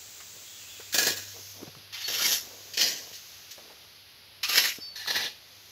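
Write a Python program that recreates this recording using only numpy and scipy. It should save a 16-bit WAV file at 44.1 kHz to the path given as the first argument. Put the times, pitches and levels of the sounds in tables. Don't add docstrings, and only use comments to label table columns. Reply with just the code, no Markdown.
import sys
import numpy as np
from scipy import signal
from scipy.fft import rfft, irfft, next_fast_len
from scipy.io import wavfile
from scipy.ndimage import uniform_filter1d, map_coordinates

SR = 44100
rng = np.random.default_rng(int(sys.argv[2]) if len(sys.argv) > 2 else 0)


def persist_wave(psi):
    counts = np.round(np.clip(psi, -1, 1) * 32767).astype(np.int16)
    wavfile.write(sys.argv[1], SR, np.atleast_2d(counts).T)


N = 251811

# touch_s, dig_s, deepest_s, lift_s, skim_db, grind_db, sand_db, bright_db, brightening_db_per_s, release_db_per_s
STROKES = [(0.924, 0.941, 1.007, 1.075, -39.5, -29.5, -39, 3, -7, 94),
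           (1.924, 2.075, 2.278, 2.337, -40.5, -28.5, -45.5, 0.5, 28, 207),
           (2.733, 2.769, 2.866, 2.817, -59, -28, -41.5, -2.5, 11, 109),
           (4.429, 4.484, 4.558, 4.678, -39, -25, -46, -4.5, 17, 205),
           (4.954, 5.071, 5.181, 5.262, -39.5, -29, -45.5, -7.5, -9, 222)]
# frequency_hz, density_db
SAND_SPECTRUM = [(82, -62), (140, -8.5), (426, -2.5), (472, 1.5), (586, -4), (715, -4), (864, -10.5),
                 (1100, -7.5), (1430, -27), (2420, -120)]


def amp(db):
    return 10 ** (np.asarray(db) / 20)


def unit(x):
    return x / np.sqrt(np.mean(x ** 2) + 1e-20)


def curves(rows):
    s, *columns = np.transpose(rows)
    return [np.interp(np.arange(N) / SR, s, column) for column in columns]


def wobble(rate, size=N):
    knots = rng.standard_normal(int(size * rate / SR) + 4)
    return map_coordinates(knots, [np.arange(size) * rate / SR])


def filtered(x, response):
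    size = next_fast_len(len(x) + 8192)
    hz = np.fft.rfftfreq(size, 1 / SR)
    return irfft(rfft(x, size) * response(hz), size)[:len(x)]


def coloured(x, spectrum):
    f, db = np.transpose(spectrum)
    return unit(filtered(x, lambda hz: amp(np.interp(np.log(hz + 1), np.log(f), db))))


def tail(x, t60):
    t = np.arange(SR // 3) / SR
    response = rng.standard_normal(len(t)) * amp(-60 * t / t60)
    return signal.fftconvolve(x, response / np.linalg.norm(response))[:N]


def shovels():
    # frequency_hz, density_db
    tone_1 = [(590, -58), (1000, -37), (1230, -12.5), (1640, 0.5), (1860, -1), (2280, -11), (2450, -3),
              (3220, -6), (4240, -1.5), (4980, -5), (7270, -2), (8250, -17), (9470, -19.5), (12300, -12),
              (15500, -10.5)]
    tone_2 = [(470, -32), (800, -13.5), (1030, -22), (1280, -9.5), (1880, -7), (2030, -5.5), (2800, -2.5),
              (3130, -2.5), (4830, -0.5), (6840, -4), (8650, -23), (12600, -4.5), (15500, -20)]
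    tone_3 = [(590, -35), (1000, -30), (1290, -26), (1920, -6.5), (2110, -14), (2310, -8.5), (3220, -7),
              (3530, -9.5), (4870, -2.5), (6190, 0), (8940, -22.5), (13400, -8.5), (15500, -22)]
    tone_4 = [(410, -46), (700, -21), (943, -13), (1020, -15), (1190, -12), (1500, -9), (1780, -4),
              (2310, -4.5), (2800, -1.5), (3400, -8.5), (4080, -2), (6680, -4), (8880, -22), (12100, -5.5),
              (15500, -19)]
    tone_5 = [(470, -33), (800, -5), (1310, -11), (1640, -6), (1810, 3.5), (2210, -8), (2630, -6.5),
              (3170, -5), (4010, 1), (4370, -0.5), (6270, -10.5), (7550, -21.5), (9210, -23),
              (12700, -14.5), (15500, -28)]
    # frequency_hz, width_hz, level_db
    blade_a = [(1676, 51, 8), (1780, 43, -35), (1927, 64, -1), (2440, 63, 8), (2710, 52, 4), (2900, 79, 4),
               (3410, 46, -13), (4230, 53, 3.5), (4670, 38, -7), (4800, 55, -2), (4860, 45, -8),
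               (5360, 44, -6), (5530, 41, 10), (5980, 90, 3.5), (6900, 67, -13)]
    blade_b = [(973, 28, 7), (1190, 32, 1), (1310, 10, -41), (1746, 56, 5), (2020, 60, 4), (2290, 26, -6),
               (2820, 82, -14), (3132, 23, 8.5), (3270, 36, -11), (3820, 89, -6.5), (4000, 78, -19),
               (4660, 40, -21), (5400, 100, 7), (5350, 140, -7), (6030, 130, -2), (6500, 50, -16)]
    return (push(0, tone_1, blade_a, catch_db=-4.5, ring_db=-9.5, heave_db=-10, flex=0.037, low_db=-2)
            + push(1, tone_2, blade_b, catch_db=-4, ring_db=-6, heave_db=-17.5, flex=0.018, low_db=0.0)
            + push(2, tone_3, blade_a, catch_db=-2.5, ring_db=-13, heave_db=-32, flex=0.055, low_db=-0.8)
            + push(3, tone_4, blade_b, catch_db=-4.5, ring_db=-10.5, heave_db=-21.5, flex=0.15, low_db=0.7)
            + push(4, tone_5, blade_a, catch_db=-3.5, ring_db=-5.5, heave_db=-16, flex=0.47, low_db=-0.7)
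            + chatters())


def push(index, tone, blade, catch_db, ring_db, heave_db, flex, low_db):
    buried, grind, shove, brightness = stroke(index)
    jolt = amp(catch_db) * jolts(index)
    load = np.hypot(grind, jolt)
    slip = amp(1.15 * wobble(60) + 0.84 * wobble(320))

    grains = wandering(coloured(grit(per_second=7000, spread_db=2), tone), depth_db=1.5)
    fine = filtered(grains, lambda hz: 1 / (1 + (5000 / (hz + 1)) ** 12))
    low = filtered(grains, lambda hz: 1 / (1 + (hz / 2300) ** 12))
    bending = amp(low_db) * (load / grind.max() + 1e-6) ** flex
    coarse = (grains - fine + (bending - 1) * low) / np.std(grains - fine)
    crunch = coarse + brightness * unit(fine)

    steel = ring(load * slip * crunch, blade, ring_db)
    steel = amp(-1.0) * steel + amp(-7) * tail(steel, t60=0.076)
    weight = np.hypot(shove, amp(heave_db) * jolt * buried) * slip
    return steel + weight * coloured(grit(per_second=2500, spread_db=1), SAND_SPECTRUM)


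def stroke(index):
    touch, dig, deepest, lift, skim_db, grind_db, sand_db, bright_db, brightening, release = STROKES[index]
    dig_s = 0.0053
    swell_db, sag_db_per_s = 6.5, 49
    sand_grows = 1.15
    turn_s = 0.35
    t = np.arange(N) / SR
    touching = np.clip((t - touch) / dig_s, 0, 1)
    buried = np.clip((t - dig) / dig_s, 0, 1)

    swell = np.interp(t, [dig, deepest], [-swell_db, 0])
    sag = sag_db_per_s * np.clip(t - deepest, 0, lift - deepest)
    effort_db = swell - sag - release * np.maximum(t - lift, 0)

    grind = (touching - buried) * amp(skim_db) + buried * amp(grind_db + effort_db)
    shove = buried * amp(sand_db + sand_grows * effort_db)
    turned_s = np.clip(t - deepest, touch - deepest, turn_s)
    return buried, grind, shove, amp(bright_db + brightening * turned_s)


def jolts(index, rise=0.0018):
    # start_s, level_db
    blows = [(0.925, -32.5), (0.942, -23.5), (0.981, -20), (1.066, -20.5), (1.17, -36.5), (1.938, -34),
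             (2.007, -32.5), (2.079, -25), (2.146, -33), (2.252, -24.5), (2.735, -34.5), (2.771, -27.5),
             (2.808, -19.5), (2.869, -29.5), (3.127, -40.5), (3.15, -46), (3.508, -41.5), (4.43, -23.5),
             (4.489, -21), (4.555, -22.5), (4.572, -17), (4.65, -32), (5.073, -25.5), (5.101, -24),
             (5.155, -21.5), (5.242, -35)]
    hold_s = 0.0095
    buried_t60_s, free_t60_s = 0.081, 0.14
    touch, dig, _, lift = STROKES[index][:4]
    following = STROKES[index + 1][0] if index + 1 < len(STROKES) else N / SR
    force, t = np.zeros(N + SR), np.arange(SR // 3) / SR
    for s, db in blows:
        moment = s + 0.01
        if touch <= moment < following:
            t60 = buried_t60_s if dig <= moment < lift else free_t60_s
            decay = amp(db - 60 * np.maximum(t - hold_s, 0) / t60)
            force[round(s * SR):][:len(t)] += decay * (1 - np.exp(-t / rise))
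    return force[:N]


def grit(per_second, spread_db):
    cracks = rng.random(N) < per_second / SR
    signs = rng.choice([-1, 1], N)
    hardness = amp(spread_db * np.clip(rng.standard_normal(N), -2, 2))
    return unit(cracks * signs * hardness)


def wandering(x, depth_db):
    z = signal.stft(x, nperseg=512)[2]
    across_hz = uniform_filter1d(rng.standard_normal(z.shape), size=5, axis=0)
    field = uniform_filter1d(across_hz, size=7, axis=1)
    return unit(signal.istft(z * amp(depth_db * unit(field)), nperseg=512)[1][:N])


def ring(x, modes, ring_db):
    def response(hz):
        steel = 1
        for centre, width, db in modes:
            damping = 1j * hz * width
            steel = steel + amp(db + ring_db) * damping / (centre ** 2 - hz ** 2 + damping)
        band = (hz > 1500) & (hz < 7000)
        return steel / np.sqrt(np.mean(np.abs(steel[band]) ** 2))
    return filtered(x, response)


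def chatters():
    # start_s, length_s, centre_hz, level_db, half_width (ratio to centre)
    notes = [(0.978, 0.021, 4340, -27.5, 0.061), (1.065, 0.029, 2880, -37, 0.08),
             (2.187, 0.044, 1306, -39.5, 0.095), (2.237, 0.039, 2170, -34.5, 0.059),
             (2.837, 0.014, 4870, -25, 0.049), (4.428, 0.038, 2540, -36, 0.08),
             (4.43, 0.128, 1210, -43, 0.0066), (4.637, 0.03, 1900, -30, 0.088),
             (4.678, 0.056, 2420, -37, 0.27), (5.091, 0.026, 4070, -31, 0.065),
             (5.206, 0.091, 3460, -38.5, 0.11)]
    out = np.zeros(N + SR)
    for s, length, centre, db, width in notes:
        size = round(length * SR)
        note = filtered(rng.standard_normal(size), lambda hz: 1 / (1 + ((hz / centre - 1) / width) ** 4))
        out[round(s * SR):][:size] += amp(db) * unit(note) * signal.windows.tukey(size, .5)
    return out[:N]


def thuds(rise=0.00092, sharpness=1.6, knock_db=3, cycles=1.83):
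    # start_s, level_db (relative), centre_hz, crumble_t60_s
    landings = [(0.202, -45.5, 1600, 0.11), (0.797, -46, 437, 0.068), (0.803, -41.5, 1680, 0.069),
                (1.107, -36, 371, 0.054), (1.618, -38.5, 330, 0.024), (1.629, -37.5, 313, 0.047),
                (1.668, -45.5, 597, 0.084), (1.677, -44.5, 152, 0.054), (1.749, -44, 1180, 0.033),
                (1.764, -47.5, 139, 0.17), (2.094, -40.5, 484, 0.13), (2.51, -52, 586, 0.17),
                (3.578, -45.5, 610, 0.15), (3.699, -48.5, 600, 0.17), (4.651, -38, 435, 0.092),
                (4.785, -40.5, 310, 0.049), (5.061, -34.5, 1330, 0.019), (5.159, -49, 100, 0.12)]
    out, t = np.zeros(N + SR), np.arange(SR // 3) / SR
    for s, db, centre, t60 in landings:
        def soft(hz):
            return 1j * hz * centre / (sharpness * (centre ** 2 - hz ** 2) + 1j * hz * centre)
        crumble = unit(filtered(rng.standard_normal(len(t)), soft)) * amp(-60 * t / t60)
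        knock = np.sin(2 * np.pi * centre * t) * amp(knock_db) * np.exp(-centre * t / cycles)
        out[round(s * SR):][:len(t)] += amp(db) * (knock + crumble) * (1 - np.exp(-t / rise))
    return out[:N]


def spills_and_shuffles(lumpy_db=3):
    # start_s, length_s, level_db
    stirrings = [(0.31, 0.16, -61.5), (1.332, 0.087, -51.5), (1.534, 0.18, -52), (2.399, 0.57, -57),
                 (2.92, 0.23, -56), (3.598, 0.15, -58.5)]
    edge_s, fade_db = 0.013, 7
    flow = np.zeros(N + SR)
    for s, length, db in stirrings:
        t = np.arange(round(length * SR)) / SR
        edges = np.clip(np.minimum(t, length - t) / edge_s, 0, 1)
        flow[round(s * SR):][:len(t)] += amp(db - fade_db * t / length) * edges
    lumps = amp(lumpy_db * wobble(70))
    return flow[:N] * lumps * coloured(grit(per_second=1500, spread_db=4), SAND_SPECTRUM)


def birds(echo_db=-9):
    # start_s, length_s, start_hz, end_hz, level_db, waver_hz (random scale)
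    calls = [(0.431, 0.26, 3340, 3420, -54.5, 99), (0.667, 0.23, 3390, 3210, -51, 128),
             (0.55, 0.56, 2713, 2405, -54, 131), (2.036, 0.055, 4430, 4420, -32.5, 40),
             (4.79, 0.13, 5240, 5290, -45.5, 30), (4.804, 0.159, 4615, 4450, -37.5, 30)]
    out = np.zeros(N + SR)
    for s, length, start, end, db, waver in calls:
        size = round(length * SR)
        pitch = np.linspace(start, end, size) + waver * wobble(396, size=size)
        fading = amp(db + 4.5 - np.linspace(0, 14.5, size))
        whistle = np.sin(2 * np.pi * np.cumsum(pitch) / SR)
        out[round(s * SR):][:size] += fading * signal.windows.tukey(size, .4) * whistle
    return out[:N] + amp(echo_db) * tail(out[:N], t60=0.24)


def insect_chorus():
    # frequency_hz, density_db
    chorus_spectrum = [(880, -17.5), (1500, -8.5), (1700, -9), (1930, -7), (2780, -3.5), (3150, -3),
                       (3410, -2), (4060, -1.5), (4940, -1.5), (8210, -32.5), (11200, -9), (14100, -19),
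                       (15500, -26)]
    # time_s, level_db
    chorus_level = [(0, -52), (0.8, -49.5), (1.9, -52), (2.6, -50.5), (3.5, -51), (3.9, -53.5),
                    (5.71, -53.5)]
    level, = curves(chorus_level)
    return amp(level + 0.29 * wobble(31)) * coloured(rng.standard_normal(N), chorus_spectrum)


def shrill_insects():
    # frequency_hz, density_db
    shrill_spectrum = [(3000, -31.5), (5000, -1), (6300, 2), (7000, -6.5), (8100, -18), (9000, -25),
                       (11000, -10.5), (13400, -5), (15500, -15.5), (17000, -40)]
    # time_s, level_db, pitch_factor (ratio)
    shrill_course = [(0, -48.5, 1.166), (0.87, -48.5, 1.16), (1.5, -46.5, 1.01), (1.9, -63.5, 0.96),
                     (2.45, -50, 1.05), (3.3, -51, 1.016), (4.3, -69, 0.95), (5.35, -63, 1),
                     (5.71, -55.5, 0.99)]
    level, pitch = curves(shrill_course)
    noise = coloured(rng.standard_normal(N), shrill_spectrum)
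    return amp(level) * map_coordinates(noise, [np.cumsum(pitch)], mode="wrap")


def breeze():
    # frequency_hz, density_db
    air_spectrum = [(15, -59), (25, -35), (40, -10), (93, -1.5), (124, -7.5), (306, -14), (344, -10),
                    (417, -8), (468, -12), (515, -9), (2500, -17), (3250, -49), (5500, -120)]
    return amp(-62 + 1.3 * wobble(7.8)) * coloured(rng.standard_normal(N), air_spectrum)


def far_engine(engine_hz=100.0):
    # time_s, level_db
    engine_level = [(0, -71), (0.7, -63.5), (1.1, -54.5), (1.55, -55.5), (2.0, -63.5), (2.6, -61),
                    (3.8, -76), (4.4, -66.5), (5.71, -67.5)]
    level, = curves(engine_level)
    firing = 2 * np.pi * np.cumsum(engine_hz + 1.25 * wobble(2.5)) / SR
    return amp(level + 0.73 * wobble(5.8)) * np.sin(firing)


def scene():
    work = shovels() + thuds() + spills_and_shuffles()
    echo = amp(-19.5) * tail(work, t60=0.22)
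    background = insect_chorus() + shrill_insects() + breeze() + far_engine()
    return (work + echo + birds() + background)[None]


def record(dry, low_hz=55, top_hz=15700):
    def response(hz):
        return (hz < top_hz) * hz ** 2 / np.hypot(hz ** 2, low_hz ** 2)
    return np.array([filtered(channel, response) for channel in dry])


dry = scene()
out = record(dry)
persist_wave(out)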